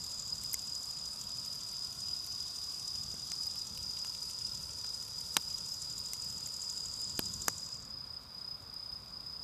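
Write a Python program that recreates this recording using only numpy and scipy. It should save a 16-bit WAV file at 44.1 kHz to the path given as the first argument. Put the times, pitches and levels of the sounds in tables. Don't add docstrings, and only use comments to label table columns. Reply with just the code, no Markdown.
import sys
import numpy as np
from scipy import signal
from scipy.fft import rfft, irfft, next_fast_len
from scipy.io import wavfile
from scipy.ndimage import map_coordinates

SR = 44100
rng = np.random.default_rng(int(sys.argv[2]) if len(sys.argv) > 2 else 0)


def ratio(d):
    e = np.asarray(d, float) / 20
    return 10 ** e


def file_out(sig):
    cols = np.atleast_2d(sig).T
    lim = np.clip(cols, -1, 1)
    pcm = np.round(lim * 32767).astype(np.int16)
    wavfile.write(sys.argv[1], SR, pcm)


N = 415863
T = np.arange(N) / SR

# freq_hz, density_db_per_hz
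AIR_SPECTRUM = [(1300, -23), (1750, 0.5), (2700, -12), (3700, 6), (4300, -1), (5550, -4), (6500, -9),
                (9000, -9.5), (12000, -8.5), (15500, -8.5)]
AIR_DB = -66.5

# freq_hz, density_db_per_hz
TRAFFIC_SPECTRUM = [(150, -37), (250, 0), (339, -9), (404, -4.5), (547, -2), (843, -4), (1020, 1),
                    (1360, -2), (1850, -15.5), (2600, -11.5), (3380, -27), (5720, -120)]
# time_s, peak_spacing_hz, echo_share_0_to_1
GROUND_ECHO = [(0, 305, 0), (1, 310, 0.03), (2, 353, .5), (3.2, 391, 0.22), (4, 468, 0.4), (6.5, 460, 0.26),
               (7.5, 486, 0.23), (8, 594, 0), (9.43, 590, 0)]
TRAFFIC_DB = -61.5

# time_s, level_db
FLAME_LEVEL = [(0.0, -56.5), (1.55, -59.5), (3.28, -57), (3.57, -58.5), (4.67, -58), (5.51, -56),
               (6.8, -59.5), (7.09, -55.5), (8.17, -59.5), (9.43, -60)]
# freq_hz, density_db_per_hz
FLAME_SPECTRUM = [(13, -49), (22, -30), (40, -7), (64, -0.5), (125, -2), (208, -6), (246, -12.5),
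                  (333, -17), (400, -22), (520, -33), (880, -120)]

# time_s, level_db
CHORUS_LEVEL = [(0.0, -43.5), (1.02, -42.5), (1.21, -43.5), (1.86, -41), (1.94, -47), (2.1, -41.5),
                (3.28, -43), (3.47, -39.5), (3.67, -46.5), (3.86, -41), (4.59, -43.5), (4.67, -44),
                (5.62, -43.5), (7.17, -42), (7.6, -45.5), (7.8, -48), (8.28, -52), (9.43, -49.5)]
# pitch_hz, level_db, strokes_per_s, trills_per_s
FAR_SINGERS = [(4990, 1.5, 31.5, 3.1), (4955, 1, 30.2, 2.1), (4944, -0.5, 29.1, 3.3), (4960, -8.5, 40, 1.8),
               (4833, -4, 28.3, 2.45), (4970, -4, 30, 2.5), (4783, -5, 27.6, 2.2), (4714, -11, 29.7, 1.7),
               (4595, -14.5, 30, 2.7)]
# freq_hz, density_db_per_hz
MASS_SPECTRUM = [(4200, -32), (4500, -15), (4750, -1), (4900, 3), (5010, 4), (5120, -1), (5300, -13),
                 (5420, -40)]

# time_s, rasp_db, lower_re_upper_wing_db
RASP_LEVEL = [(0.0, -49, -14), (0.84, -52, -11), (1.3, -55.5, -7), (2.47, -56.5, -2.5), (5.41, -55.5, -4.5),
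              (5.65, -51.5, -6), (6.04, -53, -11.5), (6.62, -49.5, -13), (7.0, -49.5, -18),
              (7.64, -50.5, -8.5), (7.85, -60, -9), (8.1, -97, 0.1), (9.43, -85, 0.1)]
# time_s, lag_ms
CYCLE_LAG = [(0, 40), (1.01, 33), (1.02, 20.5), (1.35, 17), (2.3, 12.5), (3.6, 4.5), (4.6, 6), (5.74, 2.5),
             (6.5, 5.5), (6.93, 3.5), (7.33, 6), (8, 17)]
# offset_ms, half_length_ms, level_db
RASP_STROKES = [
    (0, 3.4, 0),
    (13, 4.0, -16),
    (26, 2.3, -3.5),
    (39, 4.0, -18),
    (57, 4.5, -12),
    (67, 4.0, -14),
]
# freq_hz, density_db_per_hz
UPPER_WING = [(5600, -39), (6200, -4), (6800, 2), (7500, 5.5), (8000, -4.5), (8600, -11)]
# freq_hz, density_db_per_hz
LOWER_WING = [(5300, -24), (5550, -0.5), (5750, -3.5), (6000, -2.5), (6500, -12), (6900, -23)]
# freq_hz, density_db_per_hz
SIZZLE_SPECTRUM = [(2400, -10.5), (3000, -7), (3800, 1), (4300, -5), (5300, 0), (7000, 1), (8600, -2),
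                   (10500, -5.5), (12500, -8.5), (14000, -15), (15500, -13)]
RASP_CYCLE_S = .0797
FILE_HZ, FILE_SAG_HZ_PER_MS, FILE_DB, ONSET_SHARE = 7060, 190, -5, 0.65
SIZZLE_DB, SIZZLE_FOLLOWS, SIZZLE_FAR_DB = -57, 0.1, -70.5
LEAVE_S, ARRIVE_S = 7.53, 7.88

# start_s, length_s, peak_db
NEAR_CHIRPS = [(.009, 0.13, -36), (.223, 0.1, -26), (.347, 0.18, -31), (.677, 0.081, -22.5),
               (.809, 0.091, -33), (1.233, 0.28, -34), (1.763, .098, -39), (2.026, 0.17, -25.5),
               (2.226, .225, -33), (2.578, 0.054, -28.5), (2.706, 0.31, -30.5), (3.233, 0.099, -27),
               (3.369, 0.24, -26), (3.797, 0.29, -33), (4.208, 0.34, -28.5), (4.803, 0.26, -28),
               (5.175, .163, -32.5), (5.404, 0.31, -27.5), (5.838, 0.16, -27), (6.157, .304, -34.5),
               (6.506, 0.27, -34), (6.966, .1, -28.5), (7.191, 0.1, -28), (7.495, .166, -28),
               (7.695, 0.057, -30)]
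# start_s, length_s, peak_db
LONE_CHIRPS = [
    (7.840, .325, -32),
    (8.314, .228, -29.5),
    (8.696, .26, -30),
    (9.101, .324, -32),
]
STROKE_GAP_S = .033
WING_HZ, WARM_HZ, WARM_DB, WARM_STROKES = 5010, 150, 9.0, 1.1

# time_s, crack_db, knock_db, snap_db, spit_db
WOOD_POPS = [(0.5307, -42.5, -68, -44, -29.5), (0.5365, -50, -62, -46, -40), (0.5409, -46, -55, -25, -30),
             (3.1407, -56, -70, -44, -56), (3.317, -31, -53, -34, -50), (3.775, -32, -69, -52, -44),
             (4.0465, -34, -51.5, -38.5, -57), (4.844, -38, -52.5, -45, -58),
             (5.3667, -7.5, -27, -16.5, -26.5), (6.133, -34, -58, -32.5, -35),
             (7.1916, -18.5, -36.5, -34, -27), (7.4812, -23, -28, -22, -28.5)]
# time_s, thud_db
LOG_THUDS = [
    (3.1399, -49.5),
    (3.3172, -59),
    (5.3671, -37.5),
    (7.1912, -35.5),
    (7.4812, -39.5),
]
# time_s, crack_db, spit_db
EMBER_TICKS = [(0.043, -50, -44.5), (0.436, -47, -41), (0.9707, -43, -56), (1.4604, -50, -47),
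               (1.5484, -44, -48), (1.73, -47, -48), (2.2637, -51, -44), (2.4249, -43, -49),
               (2.5504, -52, -52), (3.4301, -42, -59), (3.4664, -49, -44), (3.5558, -38, -48.5),
               (3.971, -33, -61), (4.0956, -44, -56), (4.149, -35, -52), (4.2972, -38, -45),
               (4.4094, -40, -55), (4.6924, -39, -58), (5.026, -51.5, -49), (5.0815, -39, -50),
               (5.2051, -49, -46), (5.9884, -48, -46), (6.244, -51, -48), (6.4063, -48, -52),
               (6.4717, -52, -42), (6.6364, -55, -48), (7.0145, -52, -48), (8.3434, -59, -64),
               (8.7394, -59, -50.5), (9.2664, -58, -59)]
# low_hz, high_hz, level_db, t60_s, front_share, rattle_delay_ms
BURST_BANDS = [(2450, 4340, -17, 0.017, 12.5, 1.3), (107, 470, -4.5, 0.044, 21, 1.2),
               (710, 1580, -1.5, 0.022, -13, 1.1), (5200, 8000, 2, 0.012, -1.5, 1.3),
               (9000, 14200, 2, 0.0083, 3.5, 1.3)]
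FAINT_PER_S, FAINT_DB = 30, -70
GRILL_HZ, GRILL_DB, GRILL_T60_S = 2110, -11, 0.019


def rms_one(x):
    return x / np.sqrt(np.mean(x ** 2) + 1e-20)


def in_time(rows):
    time_s, *columns = np.transpose(rows)
    return [np.interp(T, time_s, column) for column in columns]


def drift(rate_hz):
    coarse_s = T[::64]
    knots = rng.standard_normal(400)
    return np.interp(T, coarse_s, map_coordinates(knots, [coarse_s * rate_hz % 399], order=3))


def noise(spectrum):
    freq_hz, level_db = np.transpose(spectrum)
    size = next_fast_len(N)
    grid_hz = np.maximum(np.arange(size // 2 + 1) * SR / size, 1)
    colour = ratio(np.interp(np.log(grid_hz), np.log(freq_hz), level_db, -90, -90))
    return rms_one(irfft(rfft(rng.standard_normal(size)) * colour, size)[:N])


def patchy(x, sway_db, rate_hz):
    edges_hz = np.geomspace(2200, 16000, 9)
    total = np.zeros(N)
    for k, pair_hz in enumerate(zip(edges_hz, edges_hz[1:])):
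        band = signal.butter(2, pair_hz, "band", fs=SR, output="sos")
        total += ratio(sway_db * drift(rate_hz)) * signal.sosfilt(band, x) * (-1) ** k
    return rms_one(total)


def night_air():
    return ratio(AIR_DB) * noise(AIR_SPECTRUM)


def traffic():
    spacing_hz, share = in_time(GROUND_ECHO)
    direct = noise(TRAFFIC_SPECTRUM)
    echo = map_coordinates(direct, [np.arange(N) - SR / spacing_hz], order=3, mode="wrap")
    return ratio(TRAFFIC_DB) * (direct + share * echo) / np.sqrt(1 + share ** 2)


def far_crickets(fall_hz=160, sway_db=-0.5):
    chorus_db, = in_time(CHORUS_LEVEL)
    singers = np.zeros(N)
    for pitch_hz, level_db, strokes_per_s, trills_per_s in FAR_SINGERS:
        beat = (T * strokes_per_s + rng.random() + .4 * drift(2.5)) % 1
        trill = T * trills_per_s + rng.random() + 0.13 * drift(0.792)
        singing = np.clip(1.96 + 2.9 * np.sin(2 * np.pi * trill), .3, 1)
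        wing = np.sin(np.pi * np.clip(beat / 0.7, 0, 1))
        tone_hz = pitch_hz + fall_hz * (.3 - beat) + 18 * drift(6.0)
        tone = np.sin(2 * np.pi * np.cumsum(tone_hz) / SR)
        singers += ratio(level_db + sway_db * drift(15.0)) * singing * wing * tone
    scatter = rng.standard_normal(4000) * ratio(-60 * np.arange(4000) / SR / 0.16)
    smeared = rms_one(signal.fftconvolve(singers, scatter)[:N])
    mix = 0.51 * rms_one(singers) + .5 * smeared + 0.86 * noise(MASS_SPECTRUM)
    return ratio(chorus_db - 0.5) * rms_one(mix)


def bush_cricket(uneven_db=2.0, between_db=-14, sizzle_depth=0.52):
    upper_db, turn_db = in_time(RASP_LEVEL)
    lower_db = upper_db + turn_db
    sizzle_db = np.interp(T, [LEAVE_S, ARRIVE_S], [SIZZLE_DB, SIZZLE_FAR_DB])
    sizzle_db = sizzle_db + SIZZLE_FOLLOWS * np.minimum(turn_db + 6.5, 0)
    lag_ms, = in_time(CYCLE_LAG)
    cycles = (T - lag_ms / 1000) / RASP_CYCLE_S + 1
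    force, teeth = ratio(between_db), 0
    for offset_ms, half_ms, stroke_db in RASP_STROKES:
        place = cycles - offset_ms / 1000 / RASP_CYCLE_S + .5
        away_ms = (place % 1 - .5) * RASP_CYCLE_S * 1000
        strength = ratio(stroke_db + uneven_db * rng.standard_normal(200))[place.astype(int)]
        width_ms = half_ms * np.where(away_ms < -1, ONSET_SHARE, 1)
        stroke = strength * np.exp(-.5 * (away_ms / width_ms) ** 2)
        tooth_hz = FILE_HZ - FILE_SAG_HZ_PER_MS * away_ms + 250 * drift(40.0)
        force = force + stroke
        teeth = teeth + stroke * np.sin(2 * np.pi * np.cumsum(tooth_hz) / SR)
    scrape = rms_one(force)
    upper = ratio(upper_db - 0.5) * (scrape * noise(UPPER_WING) + ratio(FILE_DB) * rms_one(teeth))
    late_scrape = np.roll(scrape, int(0.004 * SR))
    lower = ratio(lower_db + 3.5) * late_scrape * noise(LOWER_WING)
    airy = patchy(noise(SIZZLE_SPECTRUM), sway_db=1.88, rate_hz=16.0)
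    return upper + lower + ratio(sizzle_db + 4) * rms_one(force ** sizzle_depth) * airy


def chirps(rows, uneven_db, uneven_hz):
    luck = rng.standard_normal((len(rows), 2, 16))
    strokes = []
    for (start_s, length_s, peak_db), (strong, high) in zip(rows, luck):
        count = int(round(length_s / STROKE_GAP_S)) + 1
        for k, at_s in enumerate(np.linspace(start_s, start_s + length_s, count)):
            cold = np.exp(-k / WARM_STROKES)
            level_db = peak_db - WARM_DB * cold + uneven_db * strong[k]
            pitch_hz = WING_HZ - WARM_HZ * cold + uneven_hz * high[k]
            strokes.append((at_s, level_db, pitch_hz))
    return strokes


def wing_strokes(strokes, stroke_s, fall_hz):
    t = np.arange(int(stroke_s * SR)) / SR
    swell = np.sin(np.pi * (t / stroke_s) ** 0.65) ** 0.71
    out = np.zeros(N + len(t))
    for at_s, level_db, pitch_hz in strokes:
        i = int(at_s * SR)
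        turns = (pitch_hz + fall_hz * (.5 - .5 * t / stroke_s)) * t
        out[i:i + len(t)] += ratio(level_db) * swell * np.sin(2 * np.pi * turns)
    echoes = 0
    for lag_s, echo_db in [(.0061, -18), (.0143, -18), (.023, -16)]:
        echoes = echoes + ratio(echo_db) * np.roll(out, int(lag_s * SR))
    return (out + echoes)[:N]


def near_crickets():
    many = wing_strokes(chirps(NEAR_CHIRPS, uneven_db=3.0, uneven_hz=44.6), stroke_s=0.016, fall_hz=78.5)
    lone = wing_strokes(chirps(LONE_CHIRPS, uneven_db=0.7, uneven_hz=18.5), stroke_s=0.017, fall_hz=60)
    return ratio(-9.5) * many + ratio(-7.0) * lone


def flames():
    rumble_db, = in_time(FLAME_LEVEL)
    return ratio(rumble_db + 1.75 * drift(5.0)) * noise(FLAME_SPECTRUM)


def burst_rows():
    off_db = -120
    rows = [(s, crack_db, off_db, *rest_db) for s, crack_db, *rest_db in WOOD_POPS]
    rows += [(s, off_db, thud_db, off_db, off_db, off_db) for s, thud_db in LOG_THUDS]
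    rows += [(s, crack_db, off_db, off_db, spit_db - 1, spit_db) for s, crack_db, spit_db in EMBER_TICKS]
    for s, a, b in rng.random((FAINT_PER_S * N // SR, 3)):
        crack_db, snap_db, spit_db = FAINT_DB + 8 + 12 * a, FAINT_DB + 9 * b, FAINT_DB + 4 * (a + b)
        rows.append((s * T[-1], crack_db, off_db, off_db, snap_db, spit_db))
    return np.array(rows)


def fire_pops(front_ms=.8):
    rows = burst_rows()
    at = (rows[:, 0] * SR).astype(int)
    front_lag = int(front_ms * SR / 1000)
    out = np.zeros(N)
    for k, (low_hz, high_hz, band_db, t60_s, front_share, late_ms) in enumerate(BURST_BANDS):
        front = np.zeros(N)
        np.add.at(front, at, ratio(rows[:, 1 + k] + band_db))
        late = np.roll(front, int(late_ms * SR / 1000))
        dying = signal.lfilter([1], [1, -ratio(-60 / (t60_s * SR))], late + 1e-18)
        rattle = rng.choice([-1, 1], N) * dying
        band = signal.butter(2, [low_hz, high_hz], "band", fs=SR, output="sos")
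        burst = signal.sosfilt(band, front_share * np.roll(front, front_lag) + rattle)
        out += burst * np.sqrt(SR / 2 / (high_hz - low_hz))
    snaps = np.zeros(N)
    np.add.at(snaps, at + front_lag, ratio(rows[:, 4] + GRILL_DB))
    r, w = ratio(-60 / (GRILL_T60_S * SR)), 2 * np.pi * GRILL_HZ / SR
    ring = signal.lfilter([0, np.sin(w)], [1, -2 * r * np.cos(w), r * r], snaps + 1e-18)
    return out + ring


def scene():
    background = night_air() + traffic()
    insects = far_crickets() + bush_cricket() + near_crickets()
    fire = flames() + fire_pops()
    return (background + insects + fire)[None]


def band_limit(x):
    return signal.sosfilt(signal.butter(12, 16250, fs=SR, output="sos"), x)


def record(dry):
    steep = signal.cheby2(12, 24, 15330, fs=SR, output="sos")
    cut = signal.sosfilt(steep, dry)
    return band_limit(cut)


dry = scene()
out = record(dry)
file_out(out)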